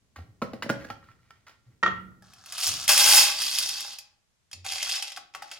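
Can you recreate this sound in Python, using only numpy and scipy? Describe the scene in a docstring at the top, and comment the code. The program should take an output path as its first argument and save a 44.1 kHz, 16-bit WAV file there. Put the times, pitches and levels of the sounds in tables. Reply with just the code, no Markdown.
"""Over quiet kitchen air and low rumble, a plastic lid knocks and scrapes on a coffee grinder's hopper rim.
It is lifted off and laid on the counter: each blow rings the modes (natural tones) of lid, grinder or counter.
Beans slide along a tilted container, pour into the hopper and trickle out; fingers then stir and pat the heap.
The beans are random tiny cracks and pitched clacks that ring the hopper's plastic wall and the air inside it.
Softer thumps give the beans weight; short random delays and echoes spread lid and beans in the room."""
import sys
import numpy as np
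from scipy import signal
from scipy.fft import rfft, irfft
from scipy.io import wavfile
from scipy.ndimage import uniform_filter1d

SR = 44100
rng = np.random.default_rng(int(sys.argv[2]) if len(sys.argv) > 2 else 0)


def master_out(mix):
    """Clip the mix to full scale and print it as 16-bit PCM to the path in sys.argv[1]."""
    frames = np.transpose(np.atleast_2d(mix))
    ceiling = np.clip(frames, -1, 1)
    pcm = np.round(ceiling * 32767).astype(np.int16)
    wavfile.write(sys.argv[1], SR, pcm)


N = 246519
TIME = np.arange(N) / SR
TINY = 1e-18  # keeps fading filters away from extremely small, slow-to-compute numbers


def from_db(db):
    """Turn decibels into gain."""
    return 10 ** (np.asarray(db) / 20)


def rms_one(x):
    """Scale to unit rms."""
    return x / np.sqrt(np.mean(x ** 2) + 1e-20)


def at_hz(points, hz):
    """Read a table between its rows, on a log-frequency axis."""
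    table_hz, values = np.array(points)[:, 0], np.array(points)[:, 1]
    return np.interp(np.log(hz + 1e-9), np.log(table_hz), values)


def convolve(x, response):
    """Pass a sound through an impulse response."""
    return signal.fftconvolve(x, response)[:N]


def colour(x, spectrum, size=4096):
    """Causal (minimum-phase) filter with the given spectrum and unit power gain."""
    level_db = at_hz(spectrum, np.fft.rfftfreq(size, 1 / SR))
    cepstrum = irfft(np.log(from_db(level_db)))
    # folding the cepstrum forward makes the filter respond as early as possible
    cepstrum[1:size // 2] *= 2
    cepstrum[size // 2 + 1:] = 0
    response = irfft(np.exp(rfft(cepstrum)))
    return convolve(x, response / np.linalg.norm(response))


def resonate(x, peaks, through, size=4096):
    """Parallel resonances beside a straight path of gain `through`; unit power gain."""
    click = signal.unit_impulse(size)
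    response = through * click
    for hz, width, db in peaks:
        r = np.exp(-np.pi * width / SR)
        top = np.array([1, 0, -1]) * (1 - r * r) / 2
        bottom = [1, -2 * r * np.cos(2 * np.pi * hz / SR), r * r]
        response = response + from_db(db) * signal.lfilter(top, bottom, click)
    return convolve(x, response / np.linalg.norm(response))


def strike(times, levels_db, modes, vary_db, detune):
    """Each blow rings all the modes of a body, with strengths and a slight detuning of its own."""
    hz, db, t60 = np.transpose(modes)[:, :, None]
    t = TIME[:int(min(2 * t60.max(), 1) * SR)]
    out = np.zeros(N + SR)
    fade = np.exp(-np.log(1000) * t / t60)
    signs = (-1) ** np.arange(len(modes))  # neighbouring modes swing in opposite senses
    for s, level_db in zip(times, levels_db):
        strength, shift = rng.standard_normal((2, len(modes), 1))
        tones = np.sin(2 * np.pi * hz * (1 + detune * shift) * t)
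        rings = from_db(level_db + db + vary_db * strength) * fade * tones
        start = int(s * SR)
        out[start:start + len(t)] += signs @ rings
    return out[:N] / np.linalg.norm(from_db(db))


def cracks(times, levels_db, decay):
    """Each contact chatters as a noise burst that fades with time constant `decay` in seconds."""
    kicks = np.zeros(N)
    kicks[(np.array(times) * SR).astype(int)] = from_db(levels_db)
    envelope = signal.lfilter([1], [1, -np.exp(-1 / (decay * SR))], kicks + TINY)
    return envelope * rng.standard_normal(N)


def uneven_kicks(per_s, spread_db):
    """Collisions at random moments, with random strengths."""
    born = rng.random(N) < per_s / SR
    return born * from_db(spread_db * np.minimum(rng.exponential(1, N), 4))


def collisions(per_s, spread_db, contact, even=0.085):
    """Random collisions of uneven strength, each a very short crack; steady rms near 1."""
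    power = uneven_kicks(per_s, spread_db) ** 2
    power = signal.lfilter([1], [1, -np.exp(-2 / (contact * SR))], power + TINY)
    running_mean = uniform_filter1d(power, int(even * SR)) + 0.054 * power.mean()
    return np.sqrt(power / running_mean) * rng.standard_normal(N)


def strokes(rows, attack_s, release_db_per_s, swell_db_per_s=0):
    """Gain of (start, length, dB) strokes: attack, hold or swell, release; overlaps add in power."""
    power = 0
    for s, length, db in rows:
        age = TIME - s
        swell_db = swell_db_per_s * np.clip(age, 0, length)
        release_db = release_db_per_s * np.maximum(age - length, 0)
        gain = np.clip(age / attack_s, 0, 1) * from_db(db + swell_db - release_db)
        power = power + gain ** 2
    return np.sqrt(power)


# Colour of the kitchen's quiet air. Each row: frequency in Hz, relative level in dB.
AIR_COLOUR = [(20, -8), (100, -0.5), (300, -15.5), (1000, -17), (3000, -19), (7000, -19.5), (12000, -29.5),
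              (16000, -47.5)]


def quiet_air():
    """Steady coloured noise, independent on the left and right."""
    return from_db(-73.5) * np.array([colour(white, AIR_COLOUR) for white in rng.standard_normal((2, N))])


# How long the kitchen echoes. Each row: frequency in Hz, time to fade by 60 dB in seconds.
KITCHEN_T60 = [(100, 0.14), (300, 0.52), (700, 0.34), (1500, 0.45), (5000, 0.34), (14000, 0.09)]
# How alike the two sides' echoes are. Each row: frequency in Hz, left-right likeness (1 = identical).
LIKENESS = [(100, 1), (300, 0.32), (700, .15), (1500, 0.12), (3000, .05), (14000, 0.097)]


def reflections():
    """Stereo response of diffuse echoes: bands of noise that die away, alike in the bass; unit energy."""
    t, out = TIME[:SR], 0
    edges = np.geomspace(50, 18000, 15)
    for low, high in zip(edges, edges[1:]):
        band = signal.butter(2, [low, high], "band", fs=SR, output="sos")
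        mid, side = signal.sosfilt(band, rng.standard_normal((2, SR)))
        hz = np.sqrt(low * high)
        t60 = at_hz(KITCHEN_T60, hz)
        alike = np.clip(at_hz(LIKENESS, hz), -1, 1)
        fade = np.exp(-np.log(1000) * t / t60) / np.sqrt(t60)
        out = out + fade * (np.sqrt(1 + alike) * mid + np.sqrt(1 - alike) * side * [[1], [-1]])
    return out / np.sqrt(np.sum(out ** 2) / 2)


def spread_delays(x, delay_s, lag_s, treble_hz=2400, size=4096):
    """Short random delays, growing towards the treble, spread the sound on top of a common lag."""
    hz = np.fft.rfftfreq(size, 1 / SR)
    random_share = uniform_filter1d(rng.exponential(1, len(hz)), size=4)
    delays = lag_s + delay_s * np.minimum(hz / treble_hz, 1) ** 2 * random_share
    phase = 2 * np.pi * np.cumsum(delays) * SR / size  # phase is delay summed over frequency
    return convolve(x, irfft(np.exp(-1j * phase))[:size // 2])


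def kitchen(x, room_db, delay_s, left_lead_s):
    """Each side gets the direct sound with its own random delays, one side slightly late, plus the room."""
    lags = (-left_lead_s, left_lead_s)
    direct = np.array([spread_delays(x, delay_s, max(lag_s, 0)) for lag_s in lags])
    echoes = np.array([convolve(x, side) for side in reflections()])
    return direct + from_db(room_db) * echoes


# Soft pushes that rock the grinder and counter.
# Each row: start in seconds, length in seconds, pitch in Hz, level in dB.
BUMPS = [(0.169, 0.079, 84.4, -37.5), (0.278, 0.046, 109, -48.5), (0.89, 0.077, 103, -48.5),
         (1.08, 0.039, 110, -53), (1.662, 0.062, 120, -49.5), (2.66, 0.07, 92, -45),
         (4.533, 0.1515, 90.2, -47.5), (4.705, 0.082, 88, -60), (4.855, 0.068, 95.5, -63)]
# Rumbling shakes of the grinder and counter. Each row: start in seconds, length in seconds, level in dB.
SHAKES = [(0.17, 0.062, -58.5), (1.66, .03, -64.5), (0.41, .25, -58), (0.69, 0.19, -53.5),
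          (1.82, 0.18, -51.5), (2.66, 0.038, -49), (4.52, .03, -62.5)]
# Colour of that rumble. Each row: frequency in Hz, relative level in dB.
RUMBLE_COLOUR = [(20, -16.5), (50, -4.5), (100, 4.5), (190, -4.5), (320, -9), (600, -19), (2000, -41.5)]
# Faint rumble while the arms move about.
MOVING_START_S, MOVING_LENGTH_S, MOVING_DB = 0.0041, 3.83, -71


def handling():
    """Soft pushes rock the grinder as low tones; each shake leaves a low rumble that dies away."""
    mid, side = [colour(white, RUMBLE_COLOUR) for white in rng.standard_normal((2, N))]
    shaking = [*SHAKES, (MOVING_START_S, MOVING_LENGTH_S, MOVING_DB)]
    rumble = strokes(shaking, attack_s=0.022, release_db_per_s=51)
    out = rumble * (mid + from_db(-7) * side * [[1], [-1]])
    for s, length, hz, db in BUMPS:
        swell = np.sin(np.pi * np.clip((TIME - s) / length, 0, 1))
        out = out + from_db(db) * swell * np.sin(2 * np.pi * hz * (TIME - s))
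    return out


# The gripped lid knocking on the hopper rim. Each row: time in seconds, then relative levels in dB
# of the tick, the lid's ring and the grinder's thud, and last the ring pitch in Hz.
LID_KNOCKS = [(0.16, -48.5, -43, -56.5, 1130), (0.186, -65, -44, -49.5, 750),
              (0.417, -40.5, -32, -28, 1127), (0.422, -40.5, -30.5, -26.5, 1300),
              (0.533, -45, -41.5, -32.5, 776), (0.623, -33.5, -36, -48, 1590),
              (0.629, -42, -34, -47.5, 2015), (0.641, -52, -52.5, -37, 1390),
              (0.659, -54.5, -49.5, -32, 1130), (0.692, -34, -34.5, -28.5, 1620),
              (0.698, -29, -24.5, -20, 1438), (0.847, -48, -41, -41.5, 1620), (0.901, -41, -33.5, -42, 826)]
# Fingers touching the lifted lid. Each row: time in seconds, tick level in dB, relative ring level in dB.
LID_TOUCHES = [(0.903, -38.5, -31), (1.027, -75, -50.5), (1.086, -56, -46), (1.114, -54.5, -54),
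               (1.19, -87, -61.5), (1.306, -42.5, -46), (1.475, -68, -48)]
# The lid sliding over the rim or in the hand.
# Each row: start in seconds, length in seconds, relative level in dB.
RUB = [(0.155, 0.011, -50.5), (0.78, 0.12, -54), (1.02, 0.093, -64.5), (1.18, 0.23, -71.5),
       (1.455, 0.03, -52), (1.64, .09, -75.5)]
# Tones of the free lid. Each row: pitch in Hz, relative level in dB, time to fade by 60 dB in seconds.
LID_MODES = [(901, -10, 0.073), (1090, -5.5, .05), (1227, -0.5, 0.029), (1346, 1.5, 0.098),
             (1385, -22, 0.68), (1430, -6, .04), (1644, -16.5, .05), (1858, 0, 0.061), (1885, -30, 0.33),
             (1957, -16, 0.056), (2210, -18, .07), (2860, -17, 0.076), (3310, -16.5, .06)]
# The gripped lid is damped and its pitch follows the grip.
# Each row: multiple of the ring pitch, relative level in dB, time to fade by 60 dB in seconds.
GRIPPED_MODES = [(.72, -7, .04), (1, 5.5, 0.037), (1.17, -14, 0.034), (1.4, -8.5, .03)]
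# Tones of the grinder body. Each row: pitch in Hz, relative level in dB, time to fade by 60 dB in seconds.
GRINDER_MODES = [(122.4, -12, .2), (185.6, -4.5, 0.098), (237, 1.5, 0.073), (303, 0, .05), (450, -3, 0.038),
                 (548, -5, 0.14), (645, -2.5, 0.03), (895, -15.5, 0.06)]
# Colour of ticks and rubbing. Each row: frequency in Hz, relative level in dB.
TICK_COLOUR = [(200, -12), (700, 4), (2000, 3.5), (3500, -5), (5000, -3.5), (8000, -15), (16000, -16)]


def lid_friction(knock_times, thud_db):
    """After each knock the lid scrapes on along the rim; it also rubs, and both ring it faintly."""
    scrape_rows = [(at, 0, db) for at, db in zip(knock_times, thud_db)]
    scrape = strokes(scrape_rows, attack_s=.004, release_db_per_s=238)
    rub = strokes(RUB, attack_s=0.014, release_db_per_s=259)
    motion = from_db(-24.0) * scrape + from_db(-1.5) * rub
    friction = motion * collisions(per_s=470, spread_db=1.0, contact=0.0015)
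    lid = strike([0], [0], LID_MODES, vary_db=3.5, detune=0)[:SR]
    lid_ring = convolve(friction, lid / np.linalg.norm(lid))
    return colour(friction, TICK_COLOUR) + from_db(-3.5) * lid_ring


def lid_lifted():
    """The gripped lid knocks and scrapes on the rim and the grinder thuds; once lifted, it rings freely."""
    s, tick_db, ring_db, thud_db, ring_hz = np.transpose(LID_KNOCKS)
    touch_s, touch_tick_db, touch_ring_db = np.transpose(LID_TOUCHES)
    knock_ticks = cracks(s, tick_db + 5, decay=0.0055)
    touch_ticks = cracks(touch_s, touch_tick_db, decay=0.002)
    ring = strike(touch_s, touch_ring_db, LID_MODES, vary_db=-1.0, detune=.008)
    for at, db, hz in zip(s, ring_db, ring_hz):
        gripped = np.array(GRIPPED_MODES) * [hz, 1, 1]
        ring = ring + strike([at], [db + 5.0], gripped, vary_db=-1.5, detune=0.015)
    thud = strike(s, thud_db + 8.0, GRINDER_MODES, vary_db=0.4, detune=0.023)
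    return colour(knock_ticks + touch_ticks, TICK_COLOUR) + ring + thud + lid_friction(s, thud_db)


# The lid landing on the counter. Each row: time in seconds, relative level in dB.
LID_LANDING = [(1.8278, -18.5), (1.8321, -15), (1.861, -15.5), (1.876, -23.5)]
# Tones of the counter. Each row: pitch in Hz, relative level in dB, time to fade by 60 dB in seconds.
COUNTER_MODES = [(85, -14.5, .4), (115, -4, 0.23), (186, -3.5, 0.96), (224.5, -18.5, 0.87),
                 (279.4, -13.5, 0.0754), (346.5, -1.5, 0.19), (413, 3, 0.044), (555, 2.5, 0.1),
                 (750, 4.5, 0.0824)]
# Colour of the landing clatter. Each row: frequency in Hz, relative level in dB.
LANDING_COLOUR = [(200, -6.5), (1200, 7), (3300, 1), (5000, -8.5), (7000, -13.5), (10000, -45.5),
                  (16000, -53)]


def lid_laid_down():
    """One edge of the lid lands, then the other: the lid rings, the contact clatters, the counter booms."""
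    s, db = np.transpose(LID_LANDING)
    ring = strike(s, db + 4, LID_MODES, vary_db=1.5, detune=.012)
    boom = strike(s, db - 9.5, COUNTER_MODES, vary_db=4.5, detune=0.02)
    return ring + boom + colour(cracks(s, db - 7.5, decay=0.0045), LANDING_COLOUR)


# Resonances of the hopper's plastic wall. Each row: pitch in Hz, width in Hz, relative level in dB.
WALL = [(2073, 120, 0.5), (2560, 47, 1.5), (2632, 65, 2), (2730, 57, 5), (3261, 140, 6.5),
        (3670, 120, -2.5), (3860, 66, -2), (4247, 54, -2), (4692, 63, 6.5), (5040, 130, 4.5), (5064, 68, 4),
        (5350, 170, 6.5), (5830, 94, 7), (6690, 750, 0.5)]


def hopper(clicks, knocks, spectrum, cavity, through=0.78, lowest_hz=560):
    """Clicks ring the plastic wall; knocks sound the cavity; all is cut below the cavity's lowest mode."""
    wall = colour(resonate(clicks, WALL, through), spectrum)
    hollow = resonate(knocks, cavity, through=0.022)
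    return signal.sosfilt(signal.butter(4, lowest_hz, "high", fs=SR, output="sos"), wall + hollow)


def clacks(per_s, spread_db, cycles, count=20):
    """Each colliding bean rings for a few cycles at one of `count` pitches; steady rms near 1."""
    kicks = uneven_kicks(per_s, spread_db) * rng.choice([-1, 1], N)
    dealt, out = rng.integers(0, count, N), 0
    for k, hz in enumerate(np.linspace(1500, 15500, count)):
        w = 2 * np.pi * hz / SR
        r = np.exp(-np.log(1000) * hz / (cycles * SR))  # fades by 60 dB in `cycles` cycles
        top = [0, np.sin(w) * np.sqrt(1 - r * r)]
        out = out + signal.lfilter(top, [1, -2 * r * np.cos(w), r * r], kicks * (dealt == k) + TINY)
    return out / np.sqrt(uniform_filter1d(out ** 2, size=1500) + .05 * np.mean(out ** 2))


def rattle(gain, spectrum, cavity, per_s, spread_db, click_db, knock_db, follows, through,
           soft_hz=6500, dulling=0.56):
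    """Streaming beans crack and clack; slow ones sound duller and their hollow sound swings less in dB."""
    grains = collisions(per_s, spread_db, contact=.0007)
    pitched = rms_one(grains + from_db(-4.0) * clacks(per_s, spread_db, cycles=19))
    speed = gain / gain.max()
    soft = signal.sosfiltfilt(signal.butter(2, soft_hz, fs=SR, output="sos"), pitched)
    clicks = gain * (soft + (pitched - soft) * speed ** dulling)
    knocks = gain.max() * speed ** follows * grains
    return hopper(clicks * from_db(click_db), knocks * from_db(knock_db), spectrum, cavity, through)


def taps(events, spectrum, cavity, click_db, knock_db, decay):
    """Single harder contacts, each a sharp click and a hollow knock."""
    s, db = np.transpose(events)
    return hopper(cracks(s, db + click_db, decay), cracks(s, db + knock_db, decay), spectrum, cavity)


# Flow along the tilted container. Each row: time in seconds, relative level in dB.
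SLIDE = [(2.23, -65), (2.412, -61), (2.638, -29.5), (2.652, -33), (2.668, -26.5), (2.714, -35.5),
         (2.846, -41), (2.87, -47)]


def slide_flow(edge=.004):
    """Sliding strength: a level curve turned into gain, silent outside its span."""
    s, db = np.transpose(SLIDE)
    inside = np.clip(np.minimum(TIME - s[0], s[-1] - TIME) / edge + 1, 0, 1)
    return inside * from_db(np.interp(TIME, s, db))


# Gushes start at once, swell as the container tips and die away.
# Each row: start in seconds, length in seconds, relative level in dB.
GUSHES = [(2.878, .055, -22), (2.976, .2, -22)]
# The last beans trickle evenly, then thin out.
# One row: start in seconds, even length in seconds, relative level in dB.
TRICKLE = (3.326, 0.28, -32.5)
# Once the container is empty, the trickle fades at this rate on top of its thinning.
EMPTY_S, SETTLING_DB_PER_S = 3.923, 172
# Finger strokes through the heap. 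Each row: start in seconds, length in seconds, relative level in dB.
STIR = [(4.642, 0.081, -40), (4.72, 0.17, -39.5), (4.89, 0.076, -36.5), (5.02, 0.072, -45.5),
        (5.333, 0.014, -56), (5.42, 0.11, -59.5), (5.51, 0.035, -50)]


def bean_flows():
    """How strongly the beans move as they slide, pour, trickle and are stirred."""
    pour = strokes(GUSHES, attack_s=0.0091, release_db_per_s=105, swell_db_per_s=26.5)
    settling = from_db(-SETTLING_DB_PER_S * np.maximum(TIME - EMPTY_S, 0))
    trickle = settling * strokes([TRICKLE], attack_s=0.082, release_db_per_s=36)
    stir = strokes(STIR, attack_s=0.0055, release_db_per_s=265)
    return slide_flow(), pour, trickle, stir


# Fingers patting the heap, more hollow than sharp. Each row: time in seconds, relative level in dB.
PATS = [(4.649, -43), (4.863, -37.5), (4.979, -45.5), (5.172, -35.5), (5.348, -35), (5.421, -36.5),
        (5.517, -40.5)]
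# Colour of the beans' weight on the grinder. Each row: frequency in Hz, relative level per Hz in dB.
THUMP_COLOUR = [(20, -15.5), (90, 2), (200, -5), (330, 2.5), (450, -7.5), (1000, -30.5)]


def weight(pour, trickle, stir):
    """Falling, pushed and patted beans thump dully on the grinder."""
    pats = strokes([(s, 0, db) for s, db in PATS], attack_s=.005, release_db_per_s=110)
    load = from_db(-32) * pour + from_db(-29) * trickle + from_db(-44) * stir + from_db(-28) * pats
    return load * colour(collisions(per_s=400, spread_db=1, contact=0.0017), THUMP_COLOUR)


# Air resonances of the pouring container, the open hopper and the hopper with a hand in it.
# Each row: pitch in Hz, width in Hz, relative level in dB.
CONTAINER = [(756, 120, 0.5), (1130, 150, -10.5), (1310, 170, 1.5), (1650, 150, -7)]
HOLLOW = [(605, 50, -6), (663, 40, -10.5), (820, 37, -3.5), (827, 41, 1), (1041, 27, -5), (1160, 47, -5.5),
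          (1300, 70, -7.5), (1620, 85.5, -9.5)]
HOLLOW_WITH_HAND = [(588, 15, -0.5), (603, 29, -10), (770, 50, -1), (803, 45, 4), (1116, 53, -6.5),
                    (1290, 190, -6.5), (1830, 750, -13.5)]
# Colours of the bean contacts. Each row: frequency in Hz, relative level per Hz in dB.
SLIDE_COLOUR = [(500, -14.5), (1200, -15.5), (2500, -4), (4500, 1), (7000, -0.5), (11000, -3.5),
                (16000, -14.5)]
POUR_COLOUR = [(500, -19), (1200, -3.5), (2500, 0), (4500, 2.5), (7000, -0.5), (11000, 4), (16000, -8)]
TRICKLE_COLOUR = [(500, -16), (1200, -8.5), (2500, -4.5), (4500, 4), (7000, -5), (11000, -3.5),
                  (16000, -16)]
STIR_COLOUR = [(500, -16), (1200, -8.5), (2500, 1.5), (4500, 1.5), (7000, -3), (11000, -3), (16000, -20.5)]


def bean_streams(slide, pour, trickle, stir):
    """Beans slide, pour, trickle and are stirred, each stream with its own colour and hollow sound."""
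    sliding = rattle(slide, SLIDE_COLOUR, CONTAINER, per_s=3000, spread_db=5,
                     click_db=3.0, knock_db=-15.5, follows=0.6, through=3.7)
    pouring = rattle(pour, POUR_COLOUR, HOLLOW, per_s=2100, spread_db=3.3,
                     click_db=1.93, knock_db=-12, follows=0.91, through=1.0)
    trickling = rattle(trickle, TRICKLE_COLOUR, HOLLOW, per_s=1500, spread_db=3.5,
                       click_db=0.73, knock_db=-20, follows=0.47, through=1.0)
    stirring = rattle(stir, STIR_COLOUR, HOLLOW_WITH_HAND, per_s=1300, spread_db=4.5,
                      click_db=2.5, knock_db=-12, follows=0.52, through=1.15)
    return sliding + pouring + trickling + stirring


# Single beans striking the wall. Each row: time in seconds, relative level in dB.
BEAN_HITS = [(2.334, -52.5), (2.459, -45), (2.522, -35.5), (2.579, -33.5), (2.839, -36), (2.878, -20.5),
             (2.976, -15), (3.418, -27), (3.585, -22.5), (3.625, -29.5), (3.689, -31), (3.804, -32.5),
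             (3.932, -47), (3.985, -39), (4.513, -45.5), (4.529, -35.5), (4.72, -29.5), (4.827, -24),
             (4.891, -28.5), (5.023, -27.5), (5.118, -38.5), (5.162, -37.5), (5.513, -37)]
HAND_IN_S = 4.4  # from then on a hand is inside the hopper
# The container knocks as it is picked up and as it is shaken empty.
# Each row: time in seconds, relative level in dB.
CONTAINER_KNOCKS = [(2.222, -51), (3.848, -42)]
# The front of the gush hits the hopper floor. One row: time in seconds, relative level in dB.
FIRST_IMPACT = (2.889, -23)


def single_contacts():
    """Hard bean strikes, container knocks, the first impact and finger pats stand out of the streams."""
    open_hits = [hit for hit in BEAN_HITS if hit[0] < HAND_IN_S]
    hand_hits = [hit for hit in BEAN_HITS if hit[0] >= HAND_IN_S]
    return (taps(open_hits, POUR_COLOUR, HOLLOW, click_db=5.0, knock_db=-20.5, decay=0.0046)
            + taps(hand_hits, STIR_COLOUR, HOLLOW_WITH_HAND, click_db=1.0, knock_db=-11.5, decay=0.0057)
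            + taps(CONTAINER_KNOCKS, SLIDE_COLOUR, HOLLOW, click_db=-5, knock_db=2.5, decay=0.0036)
            + taps([FIRST_IMPACT], POUR_COLOUR, HOLLOW, click_db=9.5, knock_db=2.5, decay=0.017)
            + taps(PATS, STIR_COLOUR, HOLLOW_WITH_HAND, click_db=-6, knock_db=4.0, decay=0.0068))


# How the hopper radiates to the two sides. Each row: frequency in Hz, left minus right level in dB.
HOPPER_BALANCE = [(100, 3.5), (350, -3.5), (580, 4), (700, 2), (900, 10.5), (1100, 5.5), (2700, 1),
                  (4700, 3.5), (7200, 1.5), (10000, 2)]


def beans_in_hopper():
    """All bean sounds in the kitchen, leaning left or right by frequency as the hopper radiates them."""
    slide, pour, trickle, stir = bean_flows()
    beans = bean_streams(slide, pour, trickle, stir) + single_contacts() + weight(pour, trickle, stir)
    left, right = kitchen(beans, room_db=-5, delay_s=0.0011915, left_lead_s=.00004)
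    left_tilt = [(hz, db / 2) for hz, db in HOPPER_BALANCE]
    right_tilt = [(hz, -db / 2) for hz, db in HOPPER_BALANCE]
    return np.array([colour(left, left_tilt), colour(right, right_tilt)])


def scene():
    """Beans, lid, handling and quiet air together; the dB pairs are left and right trims."""
    rattling = beans_in_hopper()
    lifted = kitchen(lid_lifted(), room_db=-6.5, delay_s=0.0011, left_lead_s=.00005)
    laid = kitchen(lid_laid_down(), room_db=-5.0, delay_s=.0012, left_lead_s=-.00011)
    lid = lifted * from_db([[-.4], [.4]]) + laid * from_db([[-1.8], [.2]])
    return rattling + lid + handling() + quiet_air()


def record(dry):
    """The top is cut steeply above 16100 Hz."""
    return signal.sosfilt(signal.ellip(12, .1, 80, 16100, fs=SR, output="sos"), dry)


dry = scene()
out = record(dry)
master_out(out)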